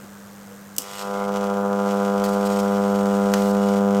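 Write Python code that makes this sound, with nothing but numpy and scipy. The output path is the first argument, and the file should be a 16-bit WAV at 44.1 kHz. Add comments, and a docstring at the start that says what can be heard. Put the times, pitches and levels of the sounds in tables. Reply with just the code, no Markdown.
"""A high-voltage mains arc, drawn between two electrodes on a cluttered workbench in a small room.
From one close microphone: a thin fizz runs throughout, and the transformer hums until the gap breaks
down with a snap. The arc then relights on every half cycle, a buzz that deepens as the flame is pulled
longer and flickers, while the hot metal sizzles and spits. Snap and crackle echo off bench and boxes."""
import sys
import numpy as np
from scipy import signal
from scipy.fft import rfft, irfft, next_fast_len
from scipy.io import wavfile
from scipy.ndimage import uniform_filter1d

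SR = 44100
rng = np.random.default_rng(int(sys.argv[2]) if len(sys.argv) > 2 else 0)


def unload_audio(sound):
    """Save the sound as a 16-bit wav file, at the path given as the first command line argument."""
    columns = np.transpose(np.atleast_2d(sound))
    # keep every value between -1 and 1, then stretch to whole-number steps
    steps = np.round(np.clip(columns, -1, 1) * 32767)
    wavfile.write(sys.argv[1], SR, steps.astype(np.int16))


N = 176400
T = np.arange(N) / SR
FFT_SIZE = next_fast_len(2 * N)
BIN_HZ = np.maximum(np.arange(FFT_SIZE // 2 + 1) * SR / FFT_SIZE, 1)

PULSE_HZ, RELIGHT_S, STRIKE_S = 100.1, .0014, .79  # two pulses per mains cycle; their offset; arc lit
BAND_CENTRES_HZ = (200, 500, 1100)  # bass, middle and top of the buzz
GRAINS_PER_S = 3500

# The arc lengthening. Each row: time in seconds, then bass, middle and top gain in dB.
ARC_GROWTH = [(.8, -20.5, -22, -20), (.87, -20, -21.5, -13.5), (.97, -19, -20, -12),
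              (1.03, -10, -12.5, -5.5), (1.09, -6, -7.5, -6.5), (1.17, -4.5, -5, -3), (1.3, -1, -3.5, -5.5),
              (1.85, 2.5, -1.5, -3), (2.4, 3.5, -1, -3.5), (3.18, 6, -0.5, -4.5), (4, 7.5, 0, -6)]
# Unsteadiness of those three bands. Each row: swing in dB from flicker, from chance, from polarity.
BAND_SWINGS = [(.2, 0.24, 0.8), (1.1, -0.7, 0.34), (4.0, 0.13, 0.4)]
# Narrow bands of each buzz pulse that arrive late. Each row: centre in Hz, width in Hz.
BUZZ_SMEAR_BANDS = [(178, 45), (858, 57), (1190, 140)]
# Levels of the flame's mains throb, relighting ticks and sizzle. Each row: time in seconds, level in dB.
THROB_LEVELS = [(1.6, -74), (3, -53), (4, -63)]
TICK_LEVELS = [(.8, -48), (1.02, -64), (1.1, -49), (1.3, -48.5), (1.36, -42), (1.45, -48), (1.68, -51),
               (1.9, -45.5), (2.4, -49), (3.1, -48), (3.7, -49), (4, -45.5)]
SIZZLE_LEVELS = [(.8, -55), (.87, -46), (1.02, -37), (1.07, -49.5), (1.17, -48.5), (1.3, -61), (1.4, -53),
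                 (1.68, -65), (1.87, -49.5), (2.22, -53), (2.25, -44), (2.31, -46.5), (2.6, -41),
                 (2.615, -45), (3.32, -47), (3.39, -42.5), (3.55, -47), (3.76, -45.5), (3.84, -57),
                 (4, -52)]
# The gap breaking down: leader, snap, restrike. Each row: start in seconds, level in dB.
SNAP_EVENTS = [(0.765, -13), (0.7831, 8), (0.8202, -12.5)]
# Modes of the electrode stand. Each row: frequency in Hz, level in dB, seconds to fall by 60 dB.
STAND_MODES = [(268, -36.5, 0.11), (470, -54, .1)]
# Spits of hot metal. Each row: start in seconds, level in dB.
SPIT_EVENTS = [(1.0128, -24), (1.4408, -19.5), (2.2400, -15.5), (2.2605, -18), (2.632, -26), (2.661, -24),
               (2.9586, -20), (3.0574, -20), (3.3183, -24), (3.3385, -3), (3.687, -20)]
# Showers of spattering metal. Each row: start in seconds, length in seconds, level in dB.
FLURRY_EVENTS = [(2.239, .014, -36), (2.287, 0.0072, -38.5), (2.33, .018, -42.5), (2.455, 0.019, -41),
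                 (2.528, 0.0072, -45), (2.587, 0.019, -42), (3.354, 0.16, -46)]
# Transformer hum. Each row: multiple of the pulse rate, rms level in dB.
HUM_PARTIALS = [(1, -60.5), (2, -44), (3, -60.5)]
# Echoes off the bench and boxes. Each row: delay in seconds, relative level in dB.
BENCH_ECHOES = [(.00205, -6), (.0042, -13.5)]
# Tone colour of each source, from the arc to the room air. Each row: frequency in Hz, relative gain in dB.
PULSE_SPECTRUM = [(40, -98), (100, -25), (200, 0.16), (300, -17), (400, -4.5), (500, 1.5), (600, -4),
                  (700, -4.5), (800, -6), (900, -9), (1000, -6), (1100, -12.5), (1200, -8.5), (1300, -10),
                  (1400, -9), (1500, -17), (1600, -22.5), (1800, -52), (2400, -76), (6000, -83)]
FLAME_SPECTRUM = [(25, -78), (60, -6), (100, -39), (160, -17), (260, -13), (480, -8), (800, -13),
                  (1100, -11), (1450, -7.5), (1900, -21.5), (3500, -48)]
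FLARE_SPECTRUM = [(200, -16), (600, 8), (950, -8), (1350, 2), (1750, -16), (2150, 2), (2600, -29),
                  (8000, -57)]
TICK_SPECTRUM = [(40, -75), (700, 5.5), (1800, -8), (2080, 5), (2450, 0), (3200, 3), (4400, -5.5),
                 (5600, -0.5), (6700, -0.5), (8400, -7), (9500, -10), (15000, -14)]
SNAP_SPECTRUM = [(40, -38), (150, -10), (260, -4), (600, -10), (1100, -17), (1800, -34), (3000, 2),
                 (3900, -7.5), (5200, 4.5), (6600, 3.5), (8200, 7.5), (10000, -0.5), (13500, 5.5),
                 (16000, -4.5)]
SPIT_SPECTRUM = [(60, -20), (500, -15), (1300, 19.5), (2200, 9.5), (4000, 7), (6700, 10), (9000, -0.5),
                 (12500, 1), (16000, -10)]
SIZZLE_SPECTRUM = [(40, -59), (300, -41), (1100, -19.5), (2080, 3.5), (2450, -1.5), (3000, 0.5),
                   (3700, -1.5), (4500, -3), (5600, 0.5), (5900, -6.5), (6750, 1), (7250, -5), (8400, 0),
                   (9100, -11.5), (13800, -8.5), (15800, -28)]
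FLURRY_SPECTRUM = [(1500, -34), (4200, 3), (8400, -1), (10000, -4), (13500, -3), (16000, -11)]
KNOCK_SPECTRUM = [(60, -34), (150, -2), (300, -5), (900, -39)]
FIZZ_SPECTRUM = [(2000, 0), (4200, -10), (6600, 1.5), (8300, -0.5), (10300, -11.5), (13500, 0),
                 (16000, -24)]
AIR_SPECTRUM = [(15, -86), (25, -33), (146, -7), (224, -15.5), (373, -16.5), (475, -7.5), (673, -14.5),
                (1540, -14.5), (2300, -27), (4040, -28.5), (8100, -30), (10300, -33.5), (15000, -33)]


def arc_buzz(level_db=-27, flicker_lag_s=4e-5, polarity_lag_s=1.8e-5, jitter_s=1.1e-5):
    """One pressure pulse per relighting; flicker sharpens and delays it, and the two polarities differ."""
    times = relightings()
    polarity = (-1) ** np.arange(len(times)) * np.exp(-(times - STRIKE_S) / 1.6)
    phase, flicker = flame_flicker(times)
    onsets = times + flicker_lag_s * np.sin(phase) + polarity_lag_s * polarity
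    onsets += jitter_s * rng.standard_normal(len(times))
    chance = rng.standard_normal(len(times))
    spectrum = 0
    for band, (flicker_db, chance_db, polarity_db) in enumerate(BAND_SWINGS):
        db = curve(ARC_GROWTH, times, column=band + 1)
        db += flicker_db * flicker + chance_db * chance + polarity_db * polarity
        band_weight = np.interp(BIN_HZ, BAND_CENTRES_HZ, np.eye(len(BAND_SWINGS))[band])
        spectrum += rfft(clicks(onsets, amp(db)), FFT_SIZE) * band_weight
    return amp(level_db) * SR / PULSE_HZ / np.sqrt(2) * colour(irfft(spectrum)[:N], PULSE_SPECTRUM)


def relightings():
    """Times at which the arc lights again, one per half cycle."""
    times = RELIGHT_S + np.arange(int(N / SR * PULSE_HZ) + 1) / PULSE_HZ
    return times[times > STRIKE_S]


def smear(buzz):
    """Narrow bands of each buzz pulse arrive milliseconds late, softening its edge."""
    for hz, width_hz in BUZZ_SMEAR_BANDS:
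        radius = np.exp(-np.pi * width_hz / SR)
        poles = [1, -2 * radius * np.cos(2 * np.pi * hz / SR), radius * radius]
        buzz = signal.lfilter(poles[::-1], poles, buzz)  # all-pass
    return buzz


def flame_flicker(times, start_s=1.15, rise_s=.12, fade_s=1.5, rate_hz=14, glide_hz_per_s=.42):
    """Phase and swing of the flame's flicker, which quickens slightly as it dies away."""
    from_crest, age = times - 2.083, times - start_s
    phase = 2 * np.pi * from_crest * (rate_hz + .5 * glide_hz_per_s * from_crest)
    return phase, np.cos(phase) * np.clip(age / rise_s, 0, 1) * np.exp(-age / fade_s)


def flame():
    """A turbulent rush growing with the arc, a faint mains throb and a flare as the electrode ignites."""
    turbulence = noise(FLAME_SPECTRUM, throb(swing_db=1, lag_s=.006))
    rush = amp(-40 + curve(ARC_GROWTH, T, column=2)) * turbulence
    mains = amp(curve(THROB_LEVELS, T)) * np.sin(np.pi * PULSE_HZ * T)
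    flare = swell(peak_s=1.2, width_s=.066, db=-42) * noise(FLARE_SPECTRUM)
    return (rush + mains + flare) * (T > STRIKE_S)


def ticks(lag_s=.00024, jitter_s=.000134, spread_db=3.5):
    """Each relighting gives a small tick of uneven strength and timing."""
    times = relightings()
    times = times + lag_s + jitter_s * rng.standard_normal(len(times))
    gains = amp(spread_db * np.clip(rng.standard_normal(len(times)), -2, 2))
    train = convolve(clicks(times, gains), crack(decay_s=.00052))
    return amp(curve(TICK_LEVELS, T)) * rms_one(colour(train, TICK_SPECTRUM))


def sparks(events, tone):
    """One short crack each time the gap breaks down or the metal spits."""
    times, db = np.transpose(events)
    train = np.bincount((times * SR).astype(int), amp(db), N)
    return colour(convolve(train, crack(decay_s=.0006)), tone)


def crack(decay_s):
    """A spark's very short burst, with an even spectrum and unit energy."""
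    burst = flatten(rng.standard_normal(N) * np.exp(-T / decay_s))[:SR // 50]
    return burst / np.linalg.norm(burst)


def stand_ring():
    """The electrode stand shudders with a brief low ring at the loudest snap."""
    times, snap_db = np.transpose(SNAP_EVENTS)
    age = np.maximum(T - times[np.argmax(snap_db)], 0)
    return sum(amp(db - 60 * age / t60) * np.sin(2 * np.pi * hz * age) for hz, db, t60 in STAND_MODES)


def sizzle(grain_spread_db=6.5, cycle_spread_db=2.2, lag_s=.0033):
    """Dense tiny bursts from the hot metal, strongest while current flows, uneven between half cycles."""
    sizes = amp(grain_spread_db * np.minimum(rng.exponential(1, N), 3)) * rng.choice([-1, 1], N)
    grains = sizes * (rng.random(N) < GRAINS_PER_S / SR) * throb(swing_db=7.5, lag_s=lag_s)
    times = relightings()
    cycle_db = cycle_spread_db * rng.uniform(-.9, 1, len(times))
    grains *= amp(np.interp(T, times + lag_s, cycle_db))
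    return amp(curve(SIZZLE_LEVELS, T)) * (T > STRIKE_S) * rms_one(colour(grains, SIZZLE_SPECTRUM))


def flurries(rise_s=.001, fall_s=.002):
    """The metal spatters in short showers of bright grains that start and stop abruptly."""
    gate = sum(amp(db) * np.clip((T - start) / rise_s, 0, 1) * fade_after(start + length, fall_s)
               for start, length, db in FLURRY_EVENTS)
    grains = rng.standard_normal(N) * (rng.random(N) < GRAINS_PER_S / SR)
    return gate * rms_one(colour(grains, FLURRY_SPECTRUM))


def handling(ring_hz=481):
    """A soft knock and a faint ring while the stick is brought up to the electrode."""
    knock = swell(peak_s=.043, width_s=.012, db=-39) * noise(KNOCK_SPECTRUM)
    ring = swell(peak_s=.533, width_s=.047, db=-46) * np.sin(2 * np.pi * ring_hz * T)
    return knock + ring


def transformer_hum():
    """The idle transformer hums at multiples of the pulse rate until the arc strikes."""
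    hum = sum(amp(db) * np.sqrt(2) * np.sin(2 * np.pi * k * PULSE_HZ * T) for k, db in HUM_PARTIALS)
    return hum * fade_after(STRIKE_S, fall_s=.015)


def tip_fizz():
    """The live tips fizz thinly throughout, in step with the mains."""
    return amp(-53) * noise(FIZZ_SPECTRUM, throb(swing_db=15, lag_s=.0016))


def bench(sound, echo_db, clutter_db, room_db):
    """Paths to the microphone: direct sound, two near echoes, scatter from clutter, a small room."""
    delays, db = np.transpose(BENCH_ECHOES)
    scatter = amp(clutter_db) * tail(t60_s=.02) + amp(room_db) * tail(t60_s=.21)
    late_scatter = np.interp(T - delays[0], T, scatter, left=0)
    response = flatten((T == 0) + late_scatter) + clicks(delays, amp(db + echo_db))
    return convolve(sound, response)


def tail(t60_s):
    """Scattered reflections as dying noise of unit energy."""
    return rms_one(rng.standard_normal(N) * amp(-60 * T / t60_s)) / np.sqrt(N)


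def room_air():
    """Quiet, steady room tone behind the bench."""
    return amp(-46.5) * noise(AIR_SPECTRUM)


def amp(db):
    """Decibels to gain."""
    return 10 ** (np.asarray(db) / 20)


def rms_one(x):
    """Scale to unit rms."""
    return x / np.sqrt(np.mean(x ** 2) + 1e-20)


def curve(rows, times, column=1):
    """One column of a table, interpolated at the given times."""
    rows = np.array(rows)
    return np.interp(times, rows[:, 0], rows[:, column])


def throb(swing_db, lag_s):
    """Gain that swells once in every half cycle of the mains."""
    return amp(swing_db * np.cos(2 * np.pi * PULSE_HZ * (T - RELIGHT_S - lag_s)))


def swell(peak_s, width_s, db):
    """Bell-shaped gain."""
    return amp(db) * np.exp(-((T - peak_s) / width_s) ** 2)


def fade_after(end_s, fall_s):
    """Full gain until end_s, then a straight fall to silence."""
    return np.clip((end_s - T) / fall_s + 1, 0, 1)


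def clicks(times, gains):
    """Impulses, each shared between its two nearest samples."""
    whole, part = np.divmod(np.clip(times, 0, None) * SR, 1)
    whole = whole.astype(int)
    return np.bincount(whole, gains * (1 - part), N)[:N] + np.bincount(whole + 1, gains * part, N)[:N]


def noise(tone, envelope=1):
    """Noise shaped by an envelope, then coloured, at unit rms."""
    return rms_one(colour(rng.standard_normal(N) * envelope, tone))


def convolve(x, response):
    """Convolution cut to the length of the scene."""
    return signal.fftconvolve(x, response)[:N]


def colour(x, tone):
    """Minimum-phase filter with the given (Hz, dB) shape."""
    hz, db = np.transpose(tone)
    cepstrum = irfft(np.log(amp(np.interp(np.log(BIN_HZ), np.log(hz), db))))
    cepstrum[1:FFT_SIZE // 2] *= 2
    cepstrum[FFT_SIZE // 2 + 1:] = 0
    return irfft(rfft(x, FFT_SIZE) * np.exp(rfft(cepstrum)))[:N]


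def flatten(x):
    """Smooth the broad humps and hollows out of a spectrum, keeping the energy."""
    power = uniform_filter1d(np.abs(rfft(x, FFT_SIZE)) ** 2, size=2400)
    return colour(x, np.column_stack([BIN_HZ, -10 * np.log10(power / power.mean())]))


def scene():
    """In mono: buzz and flame up front, snap and crackle echoing round the bench, hum and air behind."""
    snap = bench(sparks(SNAP_EVENTS, SNAP_SPECTRUM), echo_db=-1.5, clutter_db=-23, room_db=-9)
    crackle = sizzle() + flurries() + ticks() + sparks(SPIT_EVENTS, SPIT_SPECTRUM)
    crackle = bench(crackle, echo_db=-6, clutter_db=-3.5, room_db=-5)
    arc = smear(arc_buzz()) + flame() + stand_ring() + snap + crackle
    return (arc + handling() + transformer_hum() + tip_fizz() + room_air())[None]


def record(dry):
    """The microphone chain rounds off the sharpest peak and cuts the very top."""
    ceiling, stopband_hz = .6, 16700
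    rounded = dry / (1 + (dry / ceiling) ** 6) ** (1 / 6)
    return signal.sosfilt(signal.cheby2(20, 70, stopband_hz, fs=SR, output="sos"), rounded)


dry = scene()
out = record(dry)
unload_audio(out)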